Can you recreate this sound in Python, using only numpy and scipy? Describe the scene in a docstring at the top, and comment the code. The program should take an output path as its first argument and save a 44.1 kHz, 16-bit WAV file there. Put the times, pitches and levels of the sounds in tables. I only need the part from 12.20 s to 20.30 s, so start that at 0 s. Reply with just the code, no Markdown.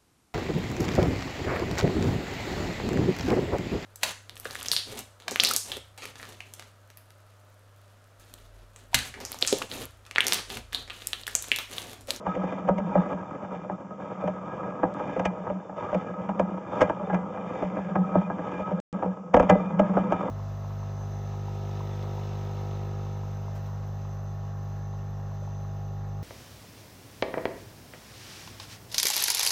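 """Push cable in a drain pipe

A camera on a stiff cable is shoved down a pipe, heard through a narrow-band microphone. Rubbing is filtered
noise from random contacts: it surges with each shove, glides on, stalls and breaks free, and squeals at times.
Each knock disperses along the cable into a falling chirp, rattles, and soon after swells a low hum into a boom.
The sound channel hisses, overloads on the hardest knocks, clicks and cuts out once."""
import sys
import numpy as np
from scipy import signal
from scipy.fft import rfft, irfft
from scipy.io import wavfile
from scipy.ndimage import uniform_filter1d

SR = 44100
rng = np.random.default_rng(int(sys.argv[2]) if len(sys.argv) > 2 else 0)


def dump_mix(stems):
    """Bounce the given channels to the path in sys.argv[1] as a 16-bit WAV at rate SR."""
    frames = np.atleast_2d(stems).T  # one column per channel
    limited = np.clip(frames, -1, 1)  # hard clip at full scale
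    pcm = np.round(limited * 32767).astype(np.int16)
    wavfile.write(sys.argv[1], SR, pcm)


N = 357210
TIME = np.arange(N) / SR

# hiss of the sound channel: [f/Hz, relative level/dB]
HISS_RESPONSE = [(200, -10.5), (3000, 2.5), (4300, -8), (5500, 2), (7300, 1), (9000, -29)]
HISS_DB = -72.5  # rms, before the channel's filters
# thin clicks in the sound channel, two of them at the edges of the dropout: [t/s, level/dB]
CHANNEL_CLICKS = [(2.7405, -30), (6.601, -28), (6.728, -26)]
DROPOUT_START_S, DROPOUT_END_S = 6.601, 6.728
NOTCH_HZ, TOP_HZ = 3980, 8250  # dip at the edge of the speech band; upper limit of the channel

# low hum between the booms: [t/s, level before HUM_GAIN_DB/dB]
HUM_LEVELS = [(0.0, -56), (0.63, -32), (0.88, -47), (3.3, -44.5), (3.45, -50), (3.75, -50.5), (4.25, -34.5),
              (4.4, -43.5), (4.65, -48.5), (4.84, -38.5), (5.37, -44.5), (5.81, -33), (6.3, -44.5),
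              (6.75, -35), (6.866, -49), (7.486, -35.5), (7.614, -28.5), (8.1, -41)]
HUM_HZ, HUM_GAIN_DB = 185, 6
HUM_STEADY, HUM_FLUTTER, HUM_WAVER_HZ = 0.54, 0.38, 3  # amplitude shares; rms frequency wander
BEAT_HZ, BEAT_SHARE = 19, 0.4  # a weaker twin resonance just above beats with the hum
BOOM_HALF_S = .004  # half length at zero delay
BOOM_SPREAD = .26  # half length gained per s of delay: the farther a boom travels, the more it spreads
BOOM_RING_DB, BOOM_RING_S = -18.5, 0.062  # level and time constant of the ringing after a boom

# narrow resonances of the cable and its fittings: [f/Hz, width/Hz, level over the broad response before boosts/dB]
RESONANCES = [(290.6, 83, 6), (506, 49.6, 9), (596.7, 38, 10), (772.4, 10, 10), (839, 14, 10.5),
              (939, 40, 8.5), (1200, 94, 4.5), (1270.7, 20, 12.5), (1641, 37, 15), (2017, 10, 11.5),
              (2390, 23, 12.5), (2980, 140, 6.5), (3200, 110, 8.5), (3547, 52, 16)]
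# broad response to the scrape: [f/Hz, relative level/dB]
SCRAPE_RESPONSE = [(25, -45), (70, -9), (125, 0.5), (250, -4.5), (380, -4.5), (520, -2.5), (900, -5.5),
                   (1250, -7), (1450, -15), (1850, -32), (2500, -30), (3700, -53)]
# broad response to the fine grit: [f/Hz, relative level/dB]
GRIT_RESPONSE = [(600, -42.5), (1400, -3), (2300, 1.5), (2800, -8), (3600, -15), (4300, -20.5),
                 (7000, -17.5), (9000, -50)]
# shoves of the cable: [start t/s, length/s, scrape level/dB, fine grit level/dB], before surges and stalls
SHOVES = [(0.01, 0.36, -42.5, -52), (0.627, 0.29, -34.5, -53), (1.267, 0.11, -54, -53),
          (1.763, 0.34, -45.5, -56.5), (2.717, 0.26, -39, -53), (3.52, .28, -37.5, -51.5),
          (4.46, 0.21, -32.5, -50), (4.85, 0.062, -36, -56), (5.217, 0.24, -36, -49),
          (5.517, 0.12, -39, -52), (5.81, 0.2, -37, -55.5), (6.128, 0.31, -40, -53),
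          (7.146, 0.25, -34.5, -51), (7.592, 0.42, -33.5, -52.5)]
SHOVE_ATTACK_S, SHOVE_RELEASE_S = 0.081, .085
GLIDE_SCRAPE_DB, GLIDE_GRIT_DB = -37, -59  # between shoves the cable glides on
# the cable slows almost to a stop, then breaks free: [t of breaking free/s, length of slowing/s, scrape drop/dB]
CABLE_STALLS = [(0.05, 0.075, 2), (1.792, 0.54, 4.5), (3.56, 0.26, 5.5), (7.13, 0.33, 8)]
STALL_HOLD = 0.29  # share of the slowing spent at a crawl
GRIT_STALL_RATIO = 1.3  # dB of grit lost per dB of scrape

# brief faint squeals of the rubbing cable: [t at the top/s, f/Hz, level/dB, half length/s]
RUBBING_SQUEALS = [(0.109, 1280, -34.5, 0.014), (0.295, 2400, -51, 0.014), (0.744, 2400, -49.5, 0.012),
                   (2.32, 1640, -50, 0.026), (5.848, 1280, -36, 0.011), (6.053, 2400, -50, 0.01),
                   (6.367, 2400, -52, 0.045), (6.459, 1280, -34.5, 0.019), (7.483, 2400, -54, 0.029)]

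# knocks of the cable: [t/s, body level/dB, body f/Hz, sharp tick level/dB, low boom level/dB, boom delay/s]
CABLE_KNOCKS = [(0.067, -26.5, 730, -49, -27.5, 0.028), (0.152, -40, 560, -47, -43, .03),
                (0.162, -28, 547, -59, -28, 0.042), (0.233, -28, 575, -62, -27, 0.02),
                (0.323, -33.5, 730, -52, -40, 0.037), (0.478, -31, 630, -51, -36.5, 0.039),
                (0.488, -17.5, 653, -46.5, -23.5, .026), (0.583, -28.5, 574, -45, -30, .04),
                (0.754, -18, 653, -60, -18, 0.035), (0.777, -27, 786, -59, -34, 0.023),
                (0.928, -31, 634, -57, -31.5, 0.03), (1.497, -30, 790, -69, -32.5, 0.043),
                (2.038, -28, 570, -68, -29, 0.027), (2.077, -26, 670, -46.5, -33, 0.043),
                (2.43, -35.5, 814, -71, -38, 0.027), (2.632, -19, 693, -51.5, -28, 0.022),
                (2.652, -38, 734, -63, -40, 0.038), (2.8, -34.5, 910, -59, -49, 0.02),
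                (2.964, -27, 574, -51, -32, 0.033), (2.996, -25.5, 725, -41.5, -34, 0.057),
                (3.055, -24.5, 690, -32, -27.5, 0.037), (3.269, -30.5, 765, -65, -35, 0.061),
                (3.3, -28, 607, -53, -33, 0.068), (3.495, -37, 720, -65, -46, .03),
                (3.728, -26, 620, -55, -35, 0.023), (3.746, -23.5, 625, -42.5, -23, 0.026),
                (4.091, -28.5, 744, -50.5, -26, 0.027), (4.196, -19, 660, -40.5, -24, 0.036),
                (4.609, -22.5, 810, -39, -42, 0.036), (4.616, -16, 645, -29, -36, .033),
                (4.626, -26.5, 700, -42, -40, 0.03), (4.697, -24, 784, -46.5, -39, 0.0073),
                (4.899, -28.5, 940, -57, -27, 0.038), (4.931, -26.5, 685, -48, -25.5, 0.029),
                (4.945, -28.5, 900, -43, -34, 0.034), (5.174, -36.5, 875, -59, -40, 0.038),
                (5.424, -26, 594, -52, -28.5, 0.047), (5.569, -31, 684, -53, -41, 0.027),
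                (5.756, -23.5, 760, -48, -19, 0.059), (5.954, -18, 650, -68.5, -16.5, .032),
                (6.1, -28.5, 740, -77.5, -32, 0.025), (6.185, -32.5, 710, -69, -48, 0.028),
                (6.4, -32, 587, -59, -35, .03), (6.514, -29, 563, -71, -22.5, .031),
                (6.825, -25, 660, -54, -27.5, 0.056), (6.858, -30, 576, -66, -33.5, 0.048),
                (7.142, -10, 622, -38.5, -35, 0.039), (7.167, -13.5, 610, -40.5, -27, 0.025),
                (7.198, -14.5, 604, -37, -30, 0.052), (7.228, -24, 624, -46, -34, 0.044),
                (7.297, -11.5, 690, -26, -15.5, 0.035), (7.314, -19.5, 547, -67, -31, 0.021),
                (7.352, -21, 510, -56, -28, .05), (7.595, -15.5, 640, -38.5, -34, 0.027),
                (7.77, -19.5, 667, -63, -25, 0.038), (7.922, -21, 720, -42.5, -34, 0.02),
                (8.054, -35, 625, -56, -47, 0.039)]
# broad response of a knock's body, at the reference pitch: [f/Hz, relative level/dB]
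BODY_RESPONSE = [(20, -21.5), (40, -13.5), (100, -5.5), (170, -26.5), (260, -3.5), (400, -9.5), (600, 1),
                 (800, -5), (1100, -12.5), (1600, -23), (2000, -34), (3500, -64.5)]
BODY_REFERENCE_HZ = 650
# broad response of a knock's tick: [f/Hz, relative level/dB]
TICK_RESPONSE = [(500, -7.5), (1100, -3.5), (1600, -2), (2200, 6), (2900, -2), (3600, -18), (4500, -17.5),
                 (6500, -12.5), (9000, -33)]
KNOCK_RING_DB = -2  # a knock excites the narrow resonances less than rubbing does


def undb(db):
    """Logarithmic level: decibels to an amplitude gain."""
    return 10 ** (np.asarray(db) / 20)


def unit(x):
    """Normalisation to unit rms."""
    return x / np.sqrt(np.mean(x ** 2))


def curve(table, axis):
    """Linear interpolation in time of one column of a table."""
    rows = np.array(table)
    return np.interp(TIME, rows[:, 0], rows[:, axis])


def bell(s, half_s):
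    """Gaussian envelope: a smooth rise and fall around s seconds."""
    return np.exp(-.5 * np.minimum(((TIME - s) / half_s) ** 2, 100))


def add(track, s, sound):
    """Superposition: mix a sound into a track at s seconds."""
    i = max(int(s * SR), 0)
    track[i:i + len(sound)] += sound[:max(N - i, 0)]


def walk(rate):
    """Smoothed random process: new values at the given rate in Hz, averaged and scaled to unit rms."""
    k = int(SR / rate)
    steps = np.repeat(rng.standard_normal(N // k + 1), k)
    return unit(uniform_filter1d(steps, k)[:N])


def colour(x, points):
    """Minimum-phase filtering: the cepstrum is folded to make the given [f/Hz, level/dB] response causal."""
    size = 4096
    hz, db = np.transpose(points)
    axis_hz = np.arange(size // 2 + 1) * SR / size
    gain = undb(np.interp(np.log(axis_hz + 1), np.log(hz), db))
    cepstrum = irfft(np.log(gain))
    cepstrum[1:size // 2] *= 2
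    cepstrum[size // 2 + 1:] = 0
    impulse = irfft(np.exp(rfft(cepstrum)))
    return signal.fftconvolve(x, impulse)[:len(x)]


def ring(x, boosts_db):
    """Modal resonance: narrow modes add to a vibration, each with its own boost."""
    out = x
    for (hz, width_hz, db), boost_db in zip(RESONANCES, boosts_db):
        mode = signal.lfilter(*signal.iirpeak(hz, hz / width_hz, fs=SR), x)
        out = out + (undb(db + boost_db) - 1) * mode
    return out


def disperse(x, lag_s, corner_hz):
    """Dispersion of bending waves: the lower the pitch, the later it arrives."""
    hz = np.arange(len(x) // 2 + 1) * SR / len(x)
    delay_s = lag_s / np.sqrt(1 + (hz / corner_hz) ** 2)
    phase = 2 * np.pi * np.cumsum(delay_s) * SR / len(x)  # phase is the integral of group delay
    return irfft(rfft(x) * np.exp(-1j * phase), len(x))


def channel_hiss():
    """Stationary noise of the sound channel, shaped by a fixed response."""
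    return undb(HISS_DB) * unit(colour(rng.standard_normal(N), HISS_RESPONSE))


def hum():
    """Resonance and beating: rubbing drives a fluttering low mode; the delayed bass of each knock makes it boom."""
    boom = np.zeros(N)
    for s, _, _, _, db, delay_s in CABLE_KNOCKS:
        boom += undb(db) * bell(s + delay_s, BOOM_HALF_S + BOOM_SPREAD * delay_s)
    keep = np.exp(-1 / (BOOM_RING_S * SR))
    boom = boom + undb(BOOM_RING_DB) * signal.lfilter([1 - keep], [1, -keep], boom)
    twin_hz = BEAT_HZ + HUM_WAVER_HZ * walk(9.2)  # offset from the hum
    twin = BEAT_SHARE * np.exp(2j * np.pi * np.cumsum(twin_hz) / SR)
    flutter = HUM_FLUTTER * (walk(45) + 1j * walk(45))
    rubbed = undb(curve(HUM_LEVELS, axis=1) + HUM_GAIN_DB) * (HUM_STEADY + twin + flutter)
    phase = 2 * np.pi * np.cumsum(HUM_HZ + HUM_WAVER_HZ * walk(25)) / SR
    return np.sqrt(2) * np.real((rubbed + 1j * boom) * np.exp(1j * phase))


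def grains(per_s, spread_db):
    """Random impulse train: dense tiny contacts of very unequal size."""
    hit = rng.random(N) < per_s / SR
    size_db = spread_db * np.minimum(rng.exponential(size=N), 4)
    return hit * rng.standard_normal(N) * undb(size_db)


def shove_gain(levels_db, glide_db):
    """Addition of powers: each shove rises, holds and dies away over the steady glide."""
    power = undb(glide_db) ** 2
    for (s, length_s, _, _), db in zip(SHOVES, levels_db):
        rise = np.clip((TIME - s) / SHOVE_ATTACK_S, 0, 1)
        fall = np.exp(-np.maximum(TIME - s - length_s, 0) / SHOVE_RELEASE_S)
        power = power + (undb(db) * rise * fall) ** 2
    return np.sqrt(power)


def stalls_db(free_s=0.0074):
    """Static friction: rubbing fades as the cable binds and returns within free_s when it breaks free."""
    change_db = np.zeros(N)
    for s, slow_s, drop_db in CABLE_STALLS:
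        corners_s = [s - slow_s, s - STALL_HOLD * slow_s, s, s + free_s]
        change_db -= drop_db * np.interp(TIME, corners_s, [0, 1, 1, 0])
    return change_db


def sliding():
    """Friction noise: countless small bumps surge unevenly; the resonances come and go as the contact moves."""
    surge_db = 1.4 * walk(35)
    boosts_db = [2.2 * walk(18) for _ in RESONANCES]
    bumps = grains(per_s=1500, spread_db=2.2)
    dust = grains(per_s=5000, spread_db=1.9)
    bending = disperse(bumps, lag_s=.016, corner_hz=261.3)
    scrape = colour(ring(bending, boosts_db), SCRAPE_RESPONSE)
    grit = colour(ring(dust, boosts_db), GRIT_RESPONSE)
    _, _, scrape_db, grit_db = np.transpose(SHOVES)
    stall_db = stalls_db()
    scrape = unit(scrape) * shove_gain(scrape_db, GLIDE_SCRAPE_DB) * undb(stall_db)
    grit = unit(grit) * shove_gain(grit_db, GLIDE_GRIT_DB) * undb(GRIT_STALL_RATIO * stall_db)
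    return undb(surge_db) * (scrape + grit)


def squeals(rough=.012):
    """Stick-slip oscillation: now and then the friction locks onto one resonance and makes it sing."""
    clock = np.cumsum(1 + rough * walk(220)) / SR  # uneven time roughens the tone
    out = np.zeros(N)
    for s, hz, db, half_s in RUBBING_SQUEALS:
        out += undb(db) * bell(s, half_s) * np.sin(2 * np.pi * hz * clock)
    return np.sqrt(2) * out


def contact(t, rattle_db, rattle_t60, chatter_db, chatter_s):
    """Impact force: a blow, a rebound 4-8 ms on, a dying rattle, and a short chatter as the surfaces meet."""
    rattle = undb(rattle_db - 60 * np.abs(t) / rattle_t60) * (t > .002)
    chatter = undb(chatter_db) * np.exp(-np.abs(t) / chatter_s)
    force = (rattle + chatter) * rng.standard_normal(len(t))
    force[np.argmin(np.abs(t))] += 1
    force[np.argmin(np.abs(t - rng.uniform(.004, .008)))] += .6
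    return force


def knocks(hard_db=-42, dull_slope=.7):
    """Impact excitation: each blow gives a short bright tick and a hollow body, chirping by dispersion."""
    out, lead_s, size = np.zeros(N), .02, 8192
    t = np.arange(size) / SR - lead_s
    attack = (t > -.002) & (t < .018)  # the stretch over which levels are set
    for s, body_db, pitch_hz, tick_db, _, _ in CABLE_KNOCKS:
        boosts_db = KNOCK_RING_DB + rng.standard_normal(len(RESONANCES))
        blow = contact(t, rattle_db=-29, rattle_t60=.14, chatter_db=-27, chatter_s=.004)
        wave = disperse(blow, lag_s=0.01113, corner_hz=124.8)
        body_response = [(hz * pitch_hz / BODY_REFERENCE_HZ, db) for hz, db in BODY_RESPONSE]
        body = colour(ring(wave, boosts_db), body_response)
        # a light touch lasts longer, so its tick is weaker in the top octave
        dull_db = dull_slope * min(tick_db - hard_db, 0)
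        snap = contact(t, rattle_db=-12, rattle_t60=.05, chatter_db=-7, chatter_s=.002)
        tick_response = [(hz, db + dull_db * (hz > NOTCH_HZ)) for hz, db in TICK_RESPONSE]
        tick = colour(ring(snap, boosts_db), tick_response)
        body = body / np.std(body[attack]) * undb(body_db)
        tick = tick / np.std(tick[attack]) * undb(tick_db)
        add(out, s - lead_s, body + tick)
    return out


def scene():
    """Superposition of hum, scrape, squeals and knocks at one microphone."""
    return (hum() + sliding() + squeals() + knocks())[None]


def record(dry):
    """Nonlinear, band-limited channel: lopsided overload, hiss, a notch, a dropout, clicks and a steep top."""
    high_pass = signal.butter(1, 20, "high", fs=SR, output="sos")
    bent = signal.sosfilt(high_pass, dry + .35 * dry ** 2)
    clipped = bent / (1 + (bent / .56) ** 8) ** (1 / 8)  # saturates at .56
    wet = clipped + channel_hiss()
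    wet = signal.lfilter(*signal.iirnotch(NOTCH_HZ, 5.5, fs=SR), wet)
    wet = wet * ((TIME < DROPOUT_START_S) | (TIME > DROPOUT_END_S))
    for s, db in CHANNEL_CLICKS:
        add(wet[0], s, undb([db]))  # a single sample
    low_pass = signal.ellip(8, .2, 80, TOP_HZ, fs=SR, output="sos")
    return signal.sosfilt(low_pass, wet)


dry = scene()
out = record(dry)
dump_mix(out)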